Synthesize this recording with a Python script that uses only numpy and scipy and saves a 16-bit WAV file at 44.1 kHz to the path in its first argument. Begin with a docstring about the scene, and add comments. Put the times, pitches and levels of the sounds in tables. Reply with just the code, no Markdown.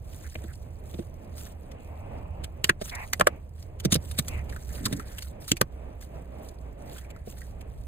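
"""Inside a van with the side door open: a seat is folded into the floor and the lid above it is shut.
Near the microphone, latches snap, plastic trim clacks and the hollow floor panel thuds as parts meet.
Sleeves and upholstery rustle and rub, their fibres catching and slipping.
Further off, engines hum and boom in the cabin under a faint wash of traffic.
Everything reaches the microphone's two ports only partly alike."""
import sys
import numpy as np
from scipy import signal
from scipy.fft import rfft, irfft, next_fast_len
from scipy.io import wavfile
from scipy.ndimage import uniform_filter1d

SR = 44100
rng = np.random.default_rng(int(sys.argv[2]) if len(sys.argv) > 2 else 0)


def transcribe(u):
    """Save the signal u as a 16-bit wav file named by the first command-line argument.

    u: samples, shape (n,) or (channels, n), limited to [-1, 1]; the rate is SR.
    q: integer samples, one column per channel.
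    """
    v = np.clip(np.atleast_2d(u).T, -1, 1)
    q = np.round(v * 32767).astype(np.int16)
    wavfile.write(sys.argv[1], SR, q)


N = 347067
TIME = np.arange(N) / SR

# Far traffic and its boom in the cabin. Each row: time in seconds, relative level in dB.
TRAFFIC_LEVEL = [(1.27, -56.5), (2.12, -54.5), (3.6, -59.5), (3.88, -52.5), (4.82, -52.5), (5.02, -57),
                 (6.95, -53.5), (7.6, -59.5)]
BOOM_LEVEL = [(.65, -40), (1.75, -44), (2.15, -37.5), (3.5, -42.5), (4.4, -35.5), (5.1, -41.5), (6.9, -43),
              (7.87, -38)]
# An engine drops from a fast idle to a slow one. Each row: time in seconds, pitch in Hz.
IDLE_PITCH = [(0, 73.34), (4.25, 79), (4.6, 63.65), (7.87, 61.33)]
# The colour of each source. Each row: frequency in Hz, gain in dB.
TRAFFIC_COLOUR = [(170, 5.5), (350, -0.5), (620, 3), (900, -5.5), (1400, -17.5), (2500, -17.5),
                  (4000, -34.5), (15000, -48)]
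RUMBLE_COLOUR = [(15, -17.5), (30, -5), (48, -3), (110, -7.5), (160, -15.5), (1000, -75)]
CLOTH_COLOUR = [(400, -18), (1200, 0), (3800, 2), (9000, 3), (14500, 1.5), (15600, -8.5), (16200, -27)]
PLASTIC_COLOUR = [(560, -22), (1000, 1.5), (2000, 5), (3100, -1), (4500, -16.5), (8000, -53.5)]
TICK_COLOUR = [(1200, -28), (2900, 2.5), (4500, 6), (8000, 2.5), (12500, 1.5), (15000, -4.5), (16500, -24)]
# Modes of the floor panel and its hollow. Each row: pitch in Hz, relative level in dB, t60 in seconds.
PANEL_MODES = [(111.5, -6, 0.086), (132, -5, 0.096), (168.6, 1, 0.066), (203.3, 3, 0.05), (255, -5, 0.052)]
HOLLOW_MODES = [(293, -4, 0.041), (338, -7, 0.08), (405.6, 0, 0.031), (489.6, 1, 0.026), (622, 2.5, 0.028),
                (735, -6, .035)]
# Strokes of sleeves, trousers and carpet; the short stroke at 2.644 s is the latch mechanism sliding as the lid
# shuts. Each row: start in seconds, length in seconds, level in dB.
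CLOTH_STROKES = [(0.031, 0.68, -55), (0.833, 0.28, -57), (1.351, 0.2, -49), (2.644, 0.067, -49),
                 (2.807, 0.15, -45), (2.954, 0.27, -54.5), (3.549, 0.15, -62.5), (3.991, 0.52, -53),
                 (4.481, 0.25, -55), (4.667, 0.24, -48), (4.863, 0.21, -52.5), (5.05, 0.17, -52),
                 (5.169, .17, -50.5), (5.4, 0.08, -51), (5.477, 0.052, -37.5), (6.005, 0.067, -51),
                 (6.42, .12, -59), (6.854, 0.22, -52), (7.25, 0.3, -54)]
# Loose trim and buckles click. Each row: start in seconds, level in dB, pitch in Hz.
TRIM_CLICKS = [(1.714, -57, 2400), (2.44, -42, 3040), (2.895, -44, 3380), (2.95, -43, 7150),
               (3.624, -55, 4200), (3.799, -45, 3100), (3.94, -24, 9400), (4.112, -43.5, 3670),
               (4.281, -36, 6450), (4.494, -51.5, 2340), (4.859, -33.5, 13500), (4.965, -49, 7900),
               (5.183, -41.5, 2760), (5.222, -42, 4400), (5.479, -40, 7440), (5.568, -43.5, 2330),
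               (6.486, -52.5, 9000), (6.981, -50.5, 3200), (7.103, -54.5, 2400), (7.609, -56.5, 2420)]
# Seat and panels slide on trim. Each row: start and length in seconds, level in dB, centre in Hz.
TRIM_RUBS = [(0.237, 0.049, -52, 1660), (0.474, 0.059, -55, 1680), (1.759, 0.85, -64.5, 2420),
             (1.88, 0.74, -52, 686), (2.911, .15, -40.5, 2050), (2.912, 0.17, -43.5, 790),
             (3.28, .12, -60.5, 2300), (4.275, 0.16, -47, 2300), (4.277, 0.15, -53.5, 895),
             (4.685, 0.58, -57.5, 1720), (4.801, 0.24, -37.5, 189), (6.872, .42, -63, 1810)]
# Latches catch and the lid claps shut. Each row: start in seconds, clack level in dB, clack pitch in Hz,
# tick level in dB, hollow knock level in dB, knock pitch in Hz, panel thud level in dB.
LATCH_BLOWS = [(0.354, -41.5, 2620, -61, -42, 537, -42), (2.6423, -25, 2900, -25.5, -39.5, 400, -40),
               (2.694, -16, 1660, -28.5, -28, 334, -30), (3.132, -28.5, 2010, -28, -42, 781, -50),
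               (3.197, -36.5, 1110, -34.5, -29, 572, -36), (3.2096, -17, 1203, -32, -23, 568, -30.5),
               (3.27, -18, 1230, -27, -17, 610, -43), (5.5165, -27.5, 2720, -21, -27, 324.4, -24.5),
               (5.6129, -22, 1173, -23.5, -24.5, 480, -26)]
# The padded seat meets the floor. Each row: start in seconds, thud level in dB,
# hollow knock level in dB, knock pitch in Hz, rattle level in dB.
SEAT_BUMPS = [(0.439, -43, -44.5, 304, -66), (.939, -39, -42, 423, -58.5), (.988, -34, -33.5, 310, -61),
              (2.814, -37, -33.5, 610, -46), (3.849, -20.5, -25.5, 403, -32.5),
              (3.922, -21.5, -33, 475, -21.5), (3.953, -23.5, -31, 530, -31.5),
              (4.187, -26, -39.5, 650, -25), (4.855, -30, -46, 620, -28.5),
              (4.926, -27.5, -38.5, 480, -38.5), (7.272, -43, -41, 577, -75)]
# Hollow trim is tapped or scuffed. Each row: start in seconds, level in dB, pitch in Hz.
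TRIM_TAPS = [(4.525, -47.5, 1700), (4.562, -44.5, 1390), (4.863, -36, 1150), (4.996, -40.5, 1280),
             (6.962, -52.5, 1400), (7.047, -58, 2300), (7.162, -55.5, 1310), (7.416, -50, 1760)]
# Phase between the microphone ports. Each row: frequency in Hz, lead of the left in radians.
MIC_PHASE = [(270, 0), (650, -1.9), (900, -2.2), (1200, -.9), (2000, -1.6), (3800, -4.6), (5500, -3.1),
             (7800, 0), (9100, 0), (11700, 3.1), (13900, 6.28)]
# How alike the ports sound. Each row: frequency in Hz, likeness from 0 to 1.
MIC_LIKENESS = [(200, 0.92), (700, 0.63), (3500, 0.23), (5500, 1)]
# Balance of the ports. Each row: frequency in Hz, left minus right in dB.
MIC_BALANCE = [(70, -3.5), (450, -3.5), (1100, -0.5), (1900, -0.14)]


def amp(db):
    return 10 ** (np.asarray(db) / 20)


def unit_rms(x):
    return x / np.sqrt(np.mean(x ** 2) + 1e-20)


def at_level(x, db, span_s=0.02):
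    """Scales a blow to the rms level it would have with all its energy in span_s."""
    return amp(db) * x / np.sqrt((x ** 2).mean(0).sum() / (span_s * SR) + 1e-20)


def over_frequency(points, hz):
    knots_hz, values = np.transpose(points)
    return np.interp(np.log(hz + 1), np.log(knots_hz), values)


def over_time(points):
    return np.interp(TIME, *np.transpose(points))


def add(mix, start, sound):
    part = mix[:, max(0, round(start * SR)):][:, :sound.shape[1]]
    part += sound[:, :part.shape[1]]


def colour(x, points, size=8192):
    """Causal filter with the given spectrum."""
    log_gain = np.log(amp(over_frequency(points, abs(np.fft.fftfreq(size, 1 / SR)))))
    taps = np.fft.ifft(np.exp(np.conj(signal.hilbert(log_gain)))).real[:size // 2]
    return signal.oaconvolve(x, taps[None], axes=1)[:, :x.shape[1]]


def resonate(x, hz, width_hz):
    """A resonance of gain 1 whose pitch may follow a curve."""
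    turn = np.exp(2j * np.pi * np.cumsum(hz * np.ones(x.shape[1])) / SR)
    pole = np.exp(-np.pi * width_hz / SR)
    return 2 * (turn * signal.lfilter([1 - pole], [1, -pole], x / turn + 1e-18)).real


def drift(size, per_s):
    """Glides between random values of unit spread."""
    knots = rng.standard_normal(int(size / SR * per_s) + 2)
    return np.interp(np.arange(size) / SR * per_s, np.arange(len(knots)), knots)


def at_mic(x):
    """Two unrelated signals become the partly alike sound at the two microphone ports."""
    size = next_fast_len(x.shape[1])
    hz = np.fft.rfftfreq(size, 1 / SR)
    left, unrelated = rfft(x, size)
    likeness = np.clip(over_frequency(MIC_LIKENESS, hz), 0, 1)
    lag = np.exp(-1j * over_frequency(MIC_PHASE, hz))
    right = (likeness * left + np.sqrt(1 - likeness ** 2) * unrelated) * lag
    return irfft(np.array([left, right]), size)[:, :x.shape[1]]


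def traffic(wash_db=7, boom_db=-5, hum_db=-5, rumble_db=-4, boom_width_hz=26, swell_db=3):
    """A wash of far traffic; its engines hum, rumble and boom in a narrow cabin resonance."""
    far, low, air = (at_mic(noise) for noise in rng.standard_normal((3, 2, N)))
    wash_gain = amp(over_time(TRAFFIC_LEVEL) + wash_db + swell_db * drift(N, 12))
    wash = wash_gain * unit_rms(colour(far, TRAFFIC_COLOUR))
    idle_hz = over_time(IDLE_PITCH)
    boom = resonate(resonate(air, idle_hz, boom_width_hz), idle_hz, boom_width_hz)
    hum = np.sin(2 * np.pi * np.cumsum(idle_hz + 2 * drift(N, 8.2)) / SR)
    rumble = colour(low, RUMBLE_COLOUR)
    engines = amp(boom_db) * unit_rms(boom) + amp(hum_db) * unit_rms(hum)
    engines = engines + amp(rumble_db) * unit_rms(rumble)
    return wash + amp(over_time(BOOM_LEVEL)) * engines


def fibres(size, catches_per_s=150, crackle_s=0.0005):
    """Cloth drags unevenly, fibres catch in clumps, creases crackle; each fold has its own colour."""
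    drag = amp(2.4 * drift(size, 30) + 2.2 * drift(size, 140) + 2.2 * drift(size, 1200))
    catches = (rng.random(size) < catches_per_s / SR) * np.minimum(rng.exponential(1.9, size), 6)
    crackle = signal.lfilter([1], [1, -np.exp(-1 / (crackle_s * SR))], catches)
    friction = rng.standard_normal((2, size)) * (drag + crackle)
    spectra = signal.stft(friction, nperseg=256)[2]
    folds = uniform_filter1d(rng.standard_normal(spectra.shape[1:]), 7, axis=0)
    folds = uniform_filter1d(folds, 4, axis=1)
    cloth = signal.istft(spectra * amp(3.5 * unit_rms(folds)))[1][:, :size]
    return unit_rms(colour(at_mic(cloth), CLOTH_COLOUR))


def rustle(db=-69, unrest_db=3):
    """Clothes near the microphone never quite keep still."""
    return fibres(N) * amp(db + unrest_db * drift(N, 6.3))


def swish(start, length, db, skew=0.58, clicks_per_s=14):
    """One stroke of cloth, quick to speed up and slower to stop, jostles loose trim on the way."""
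    size = int(max(length, .03) * SR)
    speed = abs(np.sin(np.pi * np.linspace(0, 1, size) ** skew))
    stroke = amp(db) * speed * fibres(size)
    for place, strength, pitch in rng.random((round(length * clicks_per_s), 3)):
        add(stroke, *click(length * (.1 + .7 * place), db - 12 + 6 * strength, hz=1300 * 3 ** pitch))
    return start, stroke


EVEN_HZ = 2400  # small parts tick, large ones clack; at this pitch both are equal


def snap(t, contact_s, clack_db, clack_hz, tick_db, release_s=0.003, chatter_s=0.0085):
    """Parts scrape together and chatter briefly as they seat; a short contact starts abruptly."""
    scrape = amp(-11) * np.exp(-abs(t) / (0.87 * contact_s))
    since_contact = np.maximum(t - contact_s, 0)
    seating = np.exp(-since_contact / release_s) + amp(-26) * np.exp(-since_contact / chatter_s)
    force = np.where(t < 0, scrape, seating)
    grit = rng.standard_normal((2, len(t))) * force * amp(3.5 * drift(len(t), 1504))
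    touching = np.minimum(force / force.max() * 20, 1) ** .5  # quiet until the parts meet
    grit = at_mic(grit) * touching
    size_shift = (clack_hz / EVEN_HZ) ** 0.2  # larger parts are darker
    plastic = colour(grit, [(hz * size_shift, db) for hz, db in PLASTIC_COLOUR])
    clack = plastic + amp(11) * resonate(plastic, clack_hz, width_hz=340)
    tick = colour(grit, TICK_COLOUR)
    part_modes_hz = [clack_hz, *rng.uniform(2910, 14500, 5)]  # every small part has its own
    tick = tick + amp(5) * sum(resonate(tick, hz, width_hz=400) for hz in part_modes_hz)
    return at_level(clack, clack_db) + at_level(tick, tick_db)


def click(start, db, hz, contact_s=0.0068, tilt_db_per_octave=8.5):
    """A snap too light to move the panel; the higher its pitch, the more tick and the less clack."""
    t = np.arange(-.01, .06, 1 / SR)
    tilt_db = tilt_db_per_octave * np.log2(hz / EVEN_HZ)
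    return start + t[0], snap(t, contact_s, db - max(tilt_db, 0), hz, db + min(tilt_db, 0))


def rub(start, length, db, hz, rise_s=0.0072, fade_share=0.29, wander=0.059, top_hz=2780):
    """Fine slips, stalling and hurrying, excite a resonance that shifts as the contact moves."""
    t = np.arange(int(length * SR)) / SR
    slips = at_mic(rng.standard_normal((2, len(t))))
    band = slips * amp(2.5 * drift(len(t), 400) + 1.5 * drift(len(t), 50))
    centre_hz = hz * (1 + wander * drift(len(t), 20))
    for _ in range(4):
        band = resonate(band, centre_hz, width_hz=1600 * np.sqrt(hz / top_hz))
    # the rub sounds dull, with almost nothing above top_hz
    band = signal.sosfilt(signal.butter(10, top_hz, fs=SR, output="sos"), band)
    envelope = np.clip(np.minimum(t / rise_s, (length - t) / (fade_share * length)), 0, 1)
    return start, amp(db) * unit_rms(band) * envelope


def ring(modes, t, scatter):
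    """Damped modes; every blow lands elsewhere and weighs them differently."""
    age, ringing = np.maximum(t, 0), 0
    for hz, db, t60 in modes:
        detune, weight = rng.uniform(-1.1, 1, (2, 2, 1))
        envelope = np.sign(weight) * amp(db + 2.7 * abs(weight) - 60 * age / t60)
        ringing = ringing + envelope * np.sin(2 * np.pi * hz * (1 + scatter * detune) * age)
    return ringing


def knock(start, contact_s, thud_db, hollow_db, hollow_hz, clack_db, clack_hz, tick_db):
    """A snap with weight behind it also sets the floor panel and its hollow ringing."""
    t = np.arange(-.02, .15, 1 / SR)
    push = np.clip(t / contact_s, 0, 1)  # heavy parts take the whole contact to get going
    # the place of the blow favours modes near hollow_hz; the rest fall by 17.5 dB an octave
    favoured = [(hz, db - 17.5 * abs(np.log2(hz / hollow_hz)), t60) for hz, db, t60 in HOLLOW_MODES]
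    thud = at_level(at_mic(push * ring(PANEL_MODES, t, scatter=0.11)), thud_db)
    hollow = at_level(at_mic(push * ring(favoured, t, scatter=0.04)), hollow_db)
    return start + t[0], thud + hollow + snap(t, contact_s, clack_db, clack_hz, tick_db)


def latch(start, clack_db, clack_hz, tick_db, hollow_db, hollow_hz, thud_db, contact_s=0.0021):
    """Hard parts meet in a brief contact."""
    return knock(start, contact_s, thud_db, hollow_db, hollow_hz, clack_db, clack_hz, tick_db)


def bump(start, thud_db, hollow_db, hollow_hz, rattle_db, contact_s=0.008, fittings_hz=3740):
    """The seat lands softly: its weight sets the floor ringing and its fittings rattle on the trim."""
    clack_db = -35 + 0.66 * (rattle_db + 32)  # the clack grows more slowly than the rattle
    return knock(start, contact_s, thud_db, hollow_db, hollow_hz, clack_db, fittings_hz, rattle_db)


def tap(start, db, hz, fade_s=0.0064, width_hz=520, tick_db=-9):
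    """A brief scuff sets a hollow piece of trim ringing, with a faint tick on top."""
    t = np.arange(SR // 20) / SR
    grit = at_mic(rng.standard_normal((2, len(t))) * np.exp(-t / fade_s))
    ringing = resonate(resonate(grit, hz, width_hz), hz, width_hz)
    return start, at_level(ringing, db) + at_level(colour(grit, TICK_COLOUR), db + tick_db)


def cabin(x, t60=0.049, wet_db=-23, dull_hz=2600):
    """The upholstered cabin around the microphone gives a short, dull tail."""
    t = np.arange(SR // 4) / SR
    tail = rng.standard_normal((2, len(t))) * amp(-60 * t / t60) * (t > .004)
    tail = signal.lfilter(*signal.butter(1, dull_hz, fs=SR), tail)
    return x + amp(wet_db) * signal.oaconvolve(x, tail / np.linalg.norm(tail[0]), axes=1)[:, :N]


def scene():
    """Close handling sounds in the cabin, over the distant noise from outside."""
    handling = np.zeros((2, N))
    for source, table in ((latch, LATCH_BLOWS), (bump, SEAT_BUMPS), (click, TRIM_CLICKS),
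                          (tap, TRIM_TAPS), (swish, CLOTH_STROKES), (rub, TRIM_RUBS)):
        for row in table:
            add(handling, *source(*row))
    return cabin(handling) + rustle() + traffic()


def record(dry, top_hz=16400):
    """The microphone's right port hears the lows louder; peaks are rounded off and the top is cut."""
    balance_db = over_frequency(MIC_BALANCE, np.fft.rfftfreq(N, 1 / SR))
    tilted = irfft(rfft(dry) * amp(np.array([balance_db, -balance_db]) / 2), N)
    band_limit = signal.firwin(255, top_hz, window=("kaiser", 9), fs=SR)
    return signal.oaconvolve(np.tanh(tilted), band_limit[None], "same")


dry = scene()
out = record(dry)
transcribe(out)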